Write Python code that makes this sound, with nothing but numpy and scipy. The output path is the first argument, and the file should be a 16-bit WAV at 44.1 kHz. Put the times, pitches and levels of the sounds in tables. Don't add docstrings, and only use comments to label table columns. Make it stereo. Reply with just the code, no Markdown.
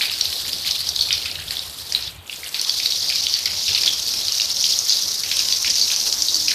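import sys
import numpy as np
from scipy import signal
from scipy.fft import rfft, irfft, next_fast_len
from scipy.io import wavfile
from scipy.ndimage import uniform_filter1d, minimum_filter1d, map_coordinates

SR = 44100
rng = np.random.default_rng(int(sys.argv[2]) if len(sys.argv) > 2 else 0)


def int16_out(signal):
    q = np.round(np.clip(np.atleast_2d(signal).T, -1, 1) * 32767)
    wavfile.write(sys.argv[1], SR, q.astype(np.int16))


N = 288414


def amp(db):
    return 10 ** (np.asarray(db) / 20)


def unit(x):
    return x / np.sqrt(np.mean(x ** 2) + 1e-20)


def along(points, hz):
    knots_hz, values = np.transpose(points)
    return np.interp(np.log(hz + 1), np.log(knots_hz + 1), values)


def automation(rows):
    times, *columns = np.transpose(rows)
    return [np.interp(np.arange(N) / SR, times, column) for column in columns]


def wobble(rate):
    return map_coordinates(rng.standard_normal(int(N * rate / SR) + 4), [np.arange(N) * rate / SR])


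def eq(x, points):
    size = next_fast_len(N + 8192)
    gain = amp(along(points, np.fft.rfftfreq(size, 1 / SR)))
    return irfft(rfft(x, size) * gain, size)[..., :N]


def hiss(patchy_db):
    spectrum = signal.stft(rng.standard_normal((2, N)), nperseg=512)[2]
    patches = uniform_filter1d(rng.standard_normal(spectrum.shape[1:]), 6, axis=0)
    patches = unit(uniform_filter1d(patches, 8, axis=1))
    return unit(signal.istft(spectrum * amp(patchy_db * patches), nperseg=512)[1][:, :N])


def bubbles(starts, gain, hz, t60, rise, samples):
    t = np.arange(samples) / SR
    draw = rng.random((len(starts), 2))
    life = t / np.maximum(t60, 1e-4)[:, None]
    phase = 2 * np.pi * (hz[:, None] * t * (1 + rise * np.minimum(life, 1)) + draw[:, :1])
    attack = 1 - np.exp(-t * hz[:, None] / 0.8)
    ring = gain[:, None] * amp(-60 * life) * attack * np.sin(phase)
    at = (np.round(starts * SR).astype(int)[:, None] + np.arange(samples)).ravel()
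    pan = np.sign(draw[:, 1:] - .5)
    return np.array([np.bincount(at, wave.ravel(), N + SR)[:N] for wave in (ring, ring * pan)])


def patter(starts, heft, pitch_hz, spread, cycles, heft_db, samples, share):
    detune = np.exp(spread * rng.standard_normal(len(starts)))
    hz = np.clip(pitch_hz[(starts * SR).astype(int)] * detune, 300, 17000)
    drops = unit(bubbles(starts, amp(heft_db * heft), hz, cycles / hz, rise=0.296, samples=samples))
    return np.sqrt(share) * drops + np.sqrt(1 - share) * hiss(patchy_db=1.5)


# time in seconds, splatter level in dB, spray level in dB.
GUSHES = [(0, -28, -31.5), (0.12, -26, -35), (0.58, -28.5, -35.5), (0.7, -23.5, -35.5), (0.93, -28.5, -38),
          (1.0, -26, -35.5), (1.2, -26, -38.5), (1.44, -41, -41.5), (1.5, -31, -36), (1.62, -31, -38),
          (1.7, -37.5, -40), (1.9, -34.5, -40), (1.96, -34.5, -34), (2.07, -29, -45), (2.11, -44.5, -43),
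          (2.2, -65, -55), (2.275, -60, -50), (2.3, -36, -39), (2.52, -42, -37), (2.55, -29.5, -36),
          (2.75, -24, -36.5), (3.3, -22.5, -39), (3.45, -27.5, -38.5), (3.7, -20.5, -38.5),
          (3.87, -22.5, -35), (3.95, -25, -38), (4.12, -22.5, -35), (4.26, -25, -37), (4.42, -21.5, -35.5),
          (4.52, -23.5, -38), (4.71, -18, -35.5), (4.82, -24, -34), (4.92, -20, -35.5), (5.28, -26.5, -34),
          (5.36, -22, -33.5), (5.62, -22, -35), (5.8, -19, -36), (6.18, -23, -32), (6.33, -20.5, -35),
          (6.54, -21.5, -35.5)]
# time in seconds, pitch in Hz.
BUBBLE_PITCH = [(0, 4285), (2.2, 4310), (2.7, 4740), (4.4, 4960), (5.5, 5290), (6.54, 5300)]
# frequency in Hz, gain in dB.
SPLATTER_EQ = [(1500, -33), (2500, -22), (3300, -7), (4200, -1.5), (5100, 1), (5900, -3.5), (7000, -16.5),
               (10000, -18)]
WASH_EQ = [(700, -31), (1300, -11), (1900, -12.5), (2600, 1), (3300, 6), (4500, -31)]
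SPRAY_EQ = [(4500, -6), (6500, -1), (8000, 0), (10500, -1.5), (14000, -0.5), (16000, -7)]


def run_off():
    flow_db, spray_db = automation(GUSHES)
    surge = after_clots(db=-12.5, t60=0.34)
    splatter_db = 10 * np.log10(amp(2 * flow_db) + surge)
    surge_share = 1 - amp(2 * (flow_db - splatter_db))
    hz = automation(BUBBLE_PITCH)[0] * (1 - 0.2 * surge_share)
    flutter = wobble(45) + 1.3 * wobble(110)
    starts = rng.random(size=6000) * (N - 1) / SR
    heft = np.minimum(rng.exponential(size=6000), 4)

    wet = patter(starts, heft, hz, spread=0.2185, cycles=47, heft_db=2.5, samples=384, share=0.24)
    bright = np.clip((hz - 3700) / 1800, 0, 1)
    low, high = (unit(eq(wet, np.multiply(SPLATTER_EQ, [shift, 1]))) for shift in (.88, 1.1))
    splatter = unit((1 - bright) * low + bright * high) * amp(splatter_db + 0.91 * flutter)

    wash = patter(starts[::3], heft[::3], 0.447 * hz,
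                  spread=0.28, cycles=24, heft_db=0, samples=384, share=0.16)
    spray = patter(starts, heft, 2.43 * hz,
                   spread=0.33, cycles=74, heft_db=7.5, samples=160, share=0.099)
    wash_gain = np.sqrt(after_clots(db=-20, t60=0.96)) * amp(1.9 * flutter + 0.66 * wobble(40))
    spray_gain = amp(spray_db + 1.14 * flutter + 0.51 * wobble(40))
    return splatter + wash_gain * unit(eq(wash, WASH_EQ)) + spray_gain * unit(eq(spray, SPRAY_EQ))


# frequency in Hz, gain in dB.
RAIN_EQ = [(100, -20), (150, -5), (300, -4), (600, -2.5), (1000, -4.5), (1600, -9), (4000, -6.5),
           (6000, -27), (16000, -18.5)]
RUMBLE_EQ = [(15, -48), (25, -38), (63, 6.5), (80, 6.5), (98, 7), (124, -11), (140, 1.5), (180, -6.5),
             (310, -120)]
# time in seconds, level in dB.
RUMBLE_SWELLS = [(0.0, -52), (0.07, -52.5), (1.38, -43.5), (1.6, -51), (2.2, -46.5), (2.26, -58.5),
                 (3.71, -46), (4.86, -54.5), (6.52, -53), (6.54, -46)]


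def far_rain():
    flow_db, full_flow_db = automation(GUSHES)[0], -23
    rain_db = -43 + 0.11 * (flow_db - full_flow_db)
    rumble_db = automation(RUMBLE_SWELLS)[0]
    rain = amp(rain_db + 0.73 * wobble(11)) * unit(eq(hiss(patchy_db=2.5), RAIN_EQ))
    rumble = amp(rumble_db + wobble(9.3)) * unit(eq(hiss(patchy_db=2.5), RUMBLE_EQ))
    return rain + rumble


# frequency in Hz, gain in dB.
FILM_EQ = [(700, -44), (1500, 2.5), (16000, 4)]


def smacks(starts, db, hz, cycles, spread, span, count):
    detune, delay, scatter = np.moveaxis(rng.standard_normal((len(starts), count, 3)), -1, 0)
    pitch = (hz[:, None] * np.exp(spread * detune)).ravel()
    late = np.abs(delay) * np.arange(count) / count
    onsets = (starts[:, None] + span * late).ravel()
    gain = amp(db[:, None] - 10 * np.log10(count) - 1.4 * late + 0.49 * scatter).ravel()
    return eq(bubbles(onsets, gain, pitch, cycles / pitch, rise=0.091, samples=768), FILM_EQ)


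# start in seconds, level in dB, pitch in Hz.
CLOTS = [(0.0094, -8, 2290), (0.451, -21.5, 1980), (0.648, -17.5, 2380), (1.1064, -11.5, 2440),
         (1.257, -16, 2480), (1.388, -23.5, 1750), (1.507, -19.5, 2110), (1.921, -22, 2120),
         (1.948, -16, 2450), (2.4324, -21, 2150), (2.5436, -16.5, 2320), (2.8, -18, 2500),
         (3.0986, -14, 2180), (3.34, -17.5, 2600), (3.458, -12.5, 2300), (3.68, -11, 2850),
         (3.7479, -12, 2700), (3.835, -17.5, 2280), (4.139, -20, 2580), (4.283, -18.5, 3000),
         (4.3994, -17.5, 2800), (4.64, -18.5, 2860), (4.864, -24, 2100), (5.2367, -15.5, 2420),
         (5.3137, -12, 2680), (5.646, -10, 2360), (5.902, -13, 2630), (6.4816, -12, 2540),
         (6.5145, -16, 2050)]


def clots():
    starts, db, hz = np.transpose(CLOTS)
    slap = smacks(starts, db, hz, cycles=26, spread=0.09, span=0.0015, count=6)
    splash = smacks(starts + 0.0097, db - 11, hz, cycles=67, spread=0.16, span=0.037, count=24)
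    return slap + splash


def after_clots(db, t60):
    starts, clot_db, _ = np.transpose(CLOTS)
    kicks = np.bincount((starts * SR).astype(int), amp(2 * (clot_db + db)), N)[:N]
    return np.abs(signal.lfilter([1], [1, -amp(-120 / (t60 * SR))], kicks))


# start in seconds, level in dB, bubble pitch in Hz, crack offset in dB.
BIG_DROPS = [(0.097, -10, 3700, -18), (0.2101, 4, 4520, -25), (0.2552, -8.5, 4700, -22),
             (0.3268, -13, 3500, -24), (0.531, -7.5, 4830, -19), (0.584, -14.5, 5070, -20),
             (0.6898, -8.5, 3830, -23), (0.7102, -4, 4970, -26), (0.8897, -6, 4900, -25),
             (0.9614, -5, 4280, -22), (0.991, -9.5, 3830, -22), (1.0093, 5, 4250, -27),
             (1.0869, -15, 3800, -30), (1.1064, -8, 3090, -30), (1.1275, 3, 4500, -15),
             (1.3136, -12.5, 4530, -7), (1.355, -12, 3340, -27), (1.4805, -15, 3830, -16),
             (1.508, -7, 4420, -6), (1.5687, -15, 3870, -5), (1.5923, -9.5, 4600, -25),
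             (1.923, -7, 5000, -18), (1.949, -1.5, 3820, -29), (2.0243, -12, 4360, -27),
             (2.0769, -13.5, 4010, -26), (2.1435, -63, 2930, -15), (2.1894, -35, 3700, -17),
             (2.2228, -40, 3320, -26), (2.2598, -35, 2810, -13), (2.277, -28, 3940, 4),
             (2.296, -18.5, 2830, -13), (2.327, -18, 3040, -19), (2.4424, -17.5, 5740, -18),
             (2.4622, -22, 3180, -8), (2.4907, -19, 5500, -8), (2.5436, -8.5, 4130, -27),
             (2.595, -11, 4380, -15), (2.614, -4.5, 5370, -4), (2.6477, -8, 4200, -27),
             (2.6947, -2, 4700, -28), (2.8005, -8.5, 5300, -26), (2.8589, -1, 4240, -18),
             (2.9212, -2, 4300, -26), (3.1572, -7, 4960, -23), (3.2675, -4.5, 4420, -31),
             (3.3394, 2, 4170, -16), (3.457, 2.5, 4660, -7.5), (3.6793, -10, 4930, -28),
             (3.7182, -7, 4030, -27), (3.7479, -2, 4370, -16), (3.8347, 1, 4860, -26),
             (3.8604, -5, 4950, -23), (3.877, 0, 3630, -16), (4.064, -8, 4980, -23),
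             (4.2822, -1, 4420, -20), (4.321, -5, 4770, -21), (4.3984, -4, 3600, -31),
             (4.4076, -4, 4720, -29), (4.4174, -2, 4470, -31), (4.5137, -10.5, 5400, -33),
             (4.567, -6, 5140, -28), (4.61, -8, 5300, -35), (4.6269, -6, 5560, -25),
             (4.6412, -1, 3930, -25), (4.767, -12, 4700, -22), (4.789, 2, 5670, -20),
             (4.8942, 10.5, 4840, -26), (4.9222, 5, 4570, -27), (5.2346, -7, 4800, -24),
             (5.3145, -7.5, 4150, -26), (5.3687, -4.5, 4660, -5.5), (5.392, 1, 4700, -25),
             (5.4861, -2.5, 4400, -12), (5.5243, 2.5, 4260, -15), (5.6461, -9, 5030, -27),
             (5.6767, -13, 4000, -21), (5.7018, -4, 5540, -26), (5.7553, -6, 5390, -28),
             (5.8133, 7, 4870, -24), (5.904, -15, 5560, -30), (5.9167, -10, 5050, -29),
             (5.9616, -4, 5360, -31), (6.0125, -5, 5340, -22), (6.126, -1, 4990, -27),
             (6.221, 1.5, 5300, -17), (6.2845, 0.5, 4180, -6.5), (6.344, 0, 5220, -28),
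             (6.4128, -18, 5300, -28), (6.4817, -3.5, 4580, -26), (6.5165, -6, 4400, -22)]


def big_drops():
    starts, db, hz, crack_db = np.transpose(BIG_DROPS)
    crack_hz = np.full_like(hz, 10500)
    ring = smacks(starts, db, hz, cycles=40, spread=.12, span=.0022, count=8)
    splat = smacks(starts, db - 9, hz, cycles=13.2, spread=.26, span=.00045, count=6)
    crack = smacks(starts, db + crack_db, crack_hz, cycles=22, spread=.33, span=.0012, count=8)
    return ring + splat + crack


# frequency in Hz, time to fall 60 dB in seconds.
YARD_DECAY = [(1000, 0.99), (4000, 0.2), (12000, 0.026)]


def walls(x):
    hz, t, spectrum = signal.stft(rng.standard_normal((2, SR // 4)), SR, nperseg=256)
    decay = amp(-60 * t / along(YARD_DECAY, hz)[:, None])
    tail = signal.istft(spectrum * decay, SR, nperseg=256)[1]
    delayed = np.pad(x, ((0, 0), (300, 0)))
    return signal.fftconvolve(delayed, tail / np.linalg.norm(tail[0]), axes=1)[:, :N]


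# start in seconds, length in seconds, pitch in Hz, level in dB.
FAR_TONES = [(5.316, 0.38, 1053, -53.5), (6.202, 0.057, 308, -46.5), (6.336, 0.14, 306, -48.5)]


def faint_tones(fade_s=0.022):
    t, out = np.arange(N) / SR, 0
    for start, length, hz, db in FAR_TONES:
        fade = np.clip(np.minimum(t - start, start + length - t) / fade_s + .5, 0, 1)
        gain = np.sqrt(2) * amp(db + 1.8 * wobble(28))
        phase = 2 * np.pi * np.cumsum(hz + 4.9 * wobble(25)) / SR
        out = out + fade * gain * np.sin(phase)
    return out


# frequency in Hz, side gain in dB.
SIDE_EQ = [(3000, -95), (3500, -58), (4100, -20), (5500, -13), (7200, -7), (8200, -4), (15000, -4)]


def scene():
    hits = big_drops() + clots()
    mid, side = run_off() + hits + amp(-10) * walls(hits) + far_rain()
    side = eq(side, SIDE_EQ)
    mid = mid + faint_tones()
    return np.array([mid + side, mid - side])


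# frequency in Hz, gain in dB.
MIC_ROLL_OFF = [(14330, 0), (14480, -52), (15600, -70)]


def record(dry):
    ceiling, window, top_hz = .8, int(.003 * SR), 15612
    heard = eq(dry, MIC_ROLL_OFF)
    needed = np.minimum(1, ceiling / (np.abs(heard).max(axis=0) + 1e-9))
    held = minimum_filter1d(needed, window)
    gain = uniform_filter1d(uniform_filter1d(held, window // 2), window // 2)
    size = next_fast_len(N + 8192)
    passband = np.fft.rfftfreq(size, 1 / SR) < top_hz
    return irfft(rfft(heard * gain, size) * passband, size)[:, :N]


dry = scene()
out = record(dry)
int16_out(out)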